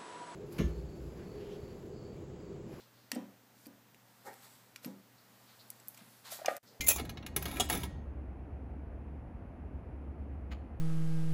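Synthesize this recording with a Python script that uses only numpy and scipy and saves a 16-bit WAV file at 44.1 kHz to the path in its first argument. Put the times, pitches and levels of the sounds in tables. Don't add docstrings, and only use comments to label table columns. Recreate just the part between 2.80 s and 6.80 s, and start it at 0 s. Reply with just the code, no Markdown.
import sys
import numpy as np
from scipy import signal
from scipy.fft import rfft, irfft
from scipy.io import wavfile
from scipy.ndimage import uniform_filter1d

SR = 44100
rng = np.random.default_rng(int(sys.argv[2]) if len(sys.argv) > 2 else 0)


def output_pcm(signal):
    pcm = np.clip(np.atleast_2d(signal).T, -1, 1) * 32767
    wavfile.write(sys.argv[1], SR, np.round(pcm).astype(np.int16))


N = 176400

# pitch_hz, level_db
AIR_COLOR = [(15, -64), (25, -29), (86, -18.5), (110, -9), (148, -8.5), (246, -3.5), (290, -7.5),
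             (340, -11), (600, -10.5), (970, -12.5), (1900, -15.5), (2300, -18.5), (4300, -21.5),
             (6050, -22.5), (8000, -24.5), (10000, -28), (12000, -23.5), (15500, -19.5)]
# pitch_hz, level_db
HUM_TONES = [(100, -84.5), (120, -72), (197, -82.5), (242, -85.5)]
# pitch_hz, decay_s
ROOM_DECAY = [(150, 0.42), (500, 0.31), (2000, 0.4), (6000, 0.27), (14000, 0.057)]
# peak_s, rise_s, fade_s, level_db, center_hz, width_octaves
BRUSH_STROKES = [(.01, .02, .05, -65, 4100, 0.54), (.19, 0.062, 0.12, -71, 4250, 0.41),
                 (.34, 0.0071, 0.077, -67, 8000, 1.1), (.852, 0.11, 0.022, -67.5, 7460, 0.97),
                 (1.471, 0.018, 0.031, -57.5, 8200, 1), (1.655, 0.036, 0.016, -58, 5050, 2.3),
                 (1.74, 0.41, 0.15, -64, 7500, 2.6), (1.72, 0.24, .1, -70, 8000, 0.053),
                 (2.04, 0.013, 0.044, -57.5, 7430, 1.7), (2.39, 0.016, 0.033, -68, 4530, 0.16),
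                 (2.71, .04, 0.035, -65, 3720, 0.49), (2.808, .015, 0.015, -58, 4240, 0.18),
                 (2.92, 0.65, 0.73, -66, 10800, 4.3), (3.105, .02, 0.056, -63, 13000, 0.37),
                 (3.19, 0.028, 0.06, -61.5, 2460, 0.82), (3.38, 0.25, .1, -66, 11800, 1.8),
                 (3.3, 0.14, 0.15, -74, 10600, .012), (3.47, 0.021, 0.1, -51.5, 3430, 1.24),
                 (3.523, 0.014, 0.04, -42.5, 10600, 1.37), (3.71, 0.025, 0.055, -56.5, 9000, 0.7),
                 (3.885, 0.023, 0.046, -63.5, 4900, 0.25), (3.96, 0.076, 0.18, -66, 415, 0.33)]
# pitch_hz, level_db
CLOTH_COLOR = [(100, -15), (400, -2), (750, 8.5), (1500, 3), (2800, -4), (4300, 0), (6000, -5.5),
               (7800, -3), (9500, -7), (11500, -1.5), (15000, -5.5)]
# start_s, level_db, ring_hz, ring_db, tilt_db_per_octave, decay_s
CLICK_HITS = [(.3168, -9, 4550, -4.5, -1.6, 0.017), (.349, -26, 8150, 4, 4, 0.023),
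              (.3565, -30, 4800, 5, 0, 0.008), (.8555, -36, 4620, 0, 2, 0.027),
              (0.8599, -33.5, 4700, -2, 1, 0.02), (0.868, -30, 13800, 0, 9, 0.0074),
              (1.146, -36, 2260, -4, -3, 0.014), (1.532, -35.5, 11000, -9, 0, 0.012),
              (1.540, -34.5, 11100, -6, 3, 0.011), (1.9606, -21.5, 4470, -3, -3, 0.018),
              (2.0469, -22.5, 4380, -2, -2.5, 0.0085), (2.0515, -25, 12700, 10, -5, 0.018),
              (2.059, -24, 13000, 13, 2, .011), (2.9026, -18, 9800, -9.5, 7, 0.016),
              (2.9998, -34, 7800, 3, 2, 0.023), (3.074, -36, 7800, -5, 4, .02),
              (3.0837, -16.5, 12200, -7, 19, 0.0067), (3.0893, -25, 12500, 6, 19, 0.0052),
              (3.145, -32, 6800, -6, 0, .035), (3.175, -30, 7700, -3, 0, .03),
              (3.6587, -14, 5050, -4, -3.5, 0.016), (3.6601, -11, 6270, 4, -3, 0.014),
              (3.6637, -17, 2342, -4, -8.5, 0.042), (3.7666, -20.5, 13300, -2, 3.5, 0.011)]
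# pitch_hz, level_db
LATCH_TONES = [(1900, -7), (2400, -0.5), (2850, -4.5), (3400, -14), (4400, -11), (5000, -1.5), (5650, -3),
               (7700, -6), (8900, -5.5), (9700, -8), (10900, -3.5), (12600, -6), (14200, 0)]
# start_s, level_db, pitch_hz, swell_s, ring_db
THUMP_HITS = [(0.3245, -38, 251, 0.012, -4), (0.3608, -30, 242.4, 0.01, 1), (.864, -46, 270, 0.0064, 4.5),
              (2.0563, -34.5, 228, 0.0073, 1.5), (2.0815, -46.5, 204, 0.0052, 5),
              (3.21, -51, 200, 0.011, -9)]
# pitch_hz, level_db, decay_s
FRAME_TONES = [(195.5, -11, 0.55), (242, -6, 0.17), (279.6, -11.5, 0.39), (355, -20, 0.15),
               (516, -10, 0.33), (562, -18, 0.35), (713, -20, 0.068), (830, -10, 0.22), (980, -8, .2)]
# pitch_hz, level_db
SHUDDER_COLOR = [(60, -40), (110, -20), (170, -10), (260, -4), (400, 9), (560, 6), (900, -2), (1500, -9),
                 (3000, -49), (8000, -48)]
# start_s, level_db, pitch_hz, swell_s
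KNOCK_HITS = [(.355, -44.5, 726, 0.0047), (.3605, -39, 540, 0.0043), (.864, -57, 527, 0.0043),
              (2.041, -47.5, 547, 0.0057), (3.521, -42, 655, .005), (3.589, -46, 686, 0.0015),
              (3.595, -43.5, 715, .0035), (3.6135, -38.5, 622, 0.0073), (3.6462, -34.5, 780, 0.0019),
              (3.6512, -36.5, 690, .003), (3.6813, -18.5, 650, 0.0038)]
# pitch_hz, level_db, decay_s
PANEL_TONES = [(573, -32, 0.41), (632.3, -31, 0.24), (672, -40, 0.19), (752, -21.5, 0.23),
               (1218, -25, 0.31), (1330, -29.5, 0.38), (1460, -29.5, .12), (1810, -33, 0.19),
               (1851, -26, 0.16), (2036, -32.5, 0.092), (2552, -35, 0.25)]
# pitch_hz, level_db
RAP_COLOR = [(80, -41), (250, -2), (400, -6), (650, 9), (980, -14), (1250, 0.5), (2000, -2), (2700, -11.5),
             (3500, -15.5), (12000, -31.5)]
# pitch_hz, level_db
SCUFF_COLOR = [(88, -53), (150, -37), (233, -11), (319, -14), (524, -1), (680, -16), (813, 0.5),
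               (1080, -22), (1260, -10), (2220, -16.5), (2580, -41), (4000, -44), (5200, -61), (8800, -120)]

LOW_CUT_HZ, TOP_HZ = 110, 15450
CLICK_RISE_S, CLICK_LOW_HZ = 0.00013, 680
RING_BUILD_S, RING_WIDTH_OCTAVES = 0.015, 0.27
DROPOUT_S, RETURN_S, DROPOUT_FADE_S = 3.782, 3.8295, 0.0074


def gain(db):
    return 10 ** (np.asarray(db) / 20)


def unit_power(x):
    return x / np.sqrt(np.mean(x ** 2) + 1e-20)


def unit_energy(x):
    return x / np.sqrt(np.sum(x ** 2) + 1e-20)


def look_up(table, hz):
    pitches, values = np.transpose(table)
    return np.interp(np.log(hz + 1), np.log(pitches + 1), values)


def add(mix, start_s, sound):
    part = mix[max(round(start_s * SR), 0):][:len(sound)]
    part += sound[:len(part)]


def noise(color, size):
    weights = gain(look_up(color, np.fft.rfftfreq(size, 1 / SR)))
    return unit_power(irfft(rfft(rng.standard_normal(size)) * weights, size))


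def decay(t, decay_s):
    return np.exp(-np.log(1000) * t / decay_s)


def ring(tones, t):
    return sum(gain(db) * decay(t, decay_s) * np.sin(2 * np.pi * hz * t) for hz, db, decay_s in tones)


def push(t, hz, swell_s):
    return np.sin(np.pi / 2 * np.minimum(t / swell_s, 2)) ** 2 * np.sin(2 * np.pi * hz * t)


def rub_pressure(peak_s, rise_s, fade_s):
    t = np.arange(N) / SR - peak_s
    return np.exp(-(np.minimum(t, 0) / rise_s) ** 2 - np.maximum(t, 0) / fade_s)


def room_echo(sound, level_db):
    hz, t, spectrum = signal.stft(rng.standard_normal(SR // 2), SR, nperseg=256)
    fades = decay(t, look_up(ROOM_DECAY, hz)[:, None])
    tail = signal.istft(spectrum * fades, SR, nperseg=256)[1]
    tail[:SR // 300] = 0
    return gain(level_db) * signal.fftconvolve(sound, unit_energy(tail))[:N]


def air_and_hum():
    t = np.arange(N) / SR
    out = gain(-64) * noise(AIR_COLOR, N)
    for hz, db in HUM_TONES:
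        wobbles = rng.standard_normal(30) + 1j * rng.standard_normal(30)
        waver = 1 + 0.049 * np.interp(t, np.linspace(0, N / SR, num=30), wobbles)
        out += np.sqrt(2) * gain(db) * (waver * np.exp(2j * np.pi * hz * t)).real
    return out


def brushes():
    out, hz = np.zeros(N), np.fft.rfftfreq(N, 1 / SR) + 1
    cloth = gain(look_up(CLOTH_COLOR, hz)) * (hz < TOP_HZ)
    for peak_s, rise_s, fade_s, db, center_hz, width_octaves in BRUSH_STROKES:
        hiss = rng.standard_normal(N)
        grain_db = 1.5 * unit_power(uniform_filter1d(rng.standard_normal(N), size=40))
        band = 1 / (1 + 0.5 * (np.log2(hz / center_hz) / width_octaves) ** 2)
        swish = unit_power(irfft(rfft(hiss * gain(grain_db)) * cloth * band, N))
        out += gain(db) * rub_pressure(peak_s, rise_s, fade_s) * swish
    return out


def latch_clicks():
    out, cracks, t = np.zeros(N), np.zeros(N), np.arange(4096) / SR
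    hz = np.fft.rfftfreq(len(t), 1 / SR) + 1
    band = (hz / np.hypot(hz, CLICK_LOW_HZ)) ** 2 * (hz < TOP_HZ)
    for start_s, db, ring_hz, ring_db, tilt, decay_s in CLICK_HITS:
        brightness = gain(tilt * np.log2(np.clip(hz, CLICK_LOW_HZ, TOP_HZ)))
        crack = unit_power(irfft(rfft(rng.standard_normal(len(t))) * brightness * band))
        latch = sum(gain(tone_db + tilt * np.log2(f)) * np.sin(2 * np.pi * (f * t + rng.random()))
                    for f, tone_db in LATCH_TONES)
        part = np.sqrt(2) * np.sin(2 * np.pi * ring_hz * t)
        snap = unit_power(latch) + gain(-0.5) * crack + gain(ring_db) * part
        shape = np.minimum(t / CLICK_RISE_S, 1) * decay(t, decay_s)
        add(out, start_s, gain(db) * unit_energy(shape * snap))
        add(cracks, start_s, gain(db) * unit_energy(shape * crack))
    return out + room_echo(cracks, level_db=-12.5)


def frame_thumps():
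    out, t = np.zeros(N), np.arange(SR * 3 // 4) / SR
    for start_s, db, hz, swell_s, ring_db in THUMP_HITS:
        rise = np.minimum(t / swell_s, 1)
        shudder = gain(-21) * noise(SHUDDER_COLOR, len(t)) * decay(t, decay_s=0.39)
        tones = [(f, tone_db - 10 * np.log10(1 + (np.log2(f / hz) / RING_WIDTH_OCTAVES) ** 2), decay_s)
                 for f, tone_db, decay_s in FRAME_TONES]
        frame = gain(ring_db) * np.minimum(t / RING_BUILD_S, 1) ** 2 * ring(tones, t)
        add(out, start_s, gain(db) * (push(t, hz, swell_s) + frame + rise * shudder))
    return out + room_echo(out, level_db=-9.5)


def panel_knocks():
    out, t = np.zeros(N), np.arange(SR // 2) / SR
    rap_fade = gain(-8.5) * decay(t, decay_s=0.027) + gain(-23.5) * decay(t, decay_s=0.33)
    panel = ring(PANEL_TONES, t)
    for start_s, db, hz, swell_s in KNOCK_HITS:
        rise = np.minimum(t / swell_s, 1)
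        rap = noise(RAP_COLOR, len(t)) * rap_fade
        add(out, start_s, gain(db) * (push(t, hz, swell_s) + rise * (panel + rap)))
    return out + room_echo(out, level_db=-13.5)


def hand_scuff():
    pressure = rub_pressure(peak_s=1.484, rise_s=0.024, fade_s=0.033)
    return gain(-46.5) * pressure * noise(SCUFF_COLOR, N)


def scene():
    t = np.arange(N) / SR
    hits = (latch_clicks() + panel_knocks()) * (t < RETURN_S)
    thumps = frame_thumps()
    rubs = brushes() + hand_scuff()
    handling = hits + thumps + rubs + room_echo(rubs, level_db=-11.5)
    bass_cut = signal.butter(2, LOW_CUT_HZ, "high", fs=SR, output="sos")
    return (signal.sosfilt(bass_cut, handling) + air_and_hum())[None]


def record(dry):
    t = np.arange(N) / SR
    dip = gain(-35) + gain(-12) * np.exp(-np.maximum(t - DROPOUT_S, 0) / DROPOUT_FADE_S)
    volume = np.where((t > DROPOUT_S) & (t < RETURN_S), dip, 1)
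    hiss = gain(-83) * rng.standard_normal(N)
    treble_cut = signal.firwin(511, TOP_HZ, window=("kaiser", 9), fs=SR)
    return signal.oaconvolve(dry * volume + hiss, treble_cut[None], "same")


dry = scene()
out = record(dry)
output_pcm(out)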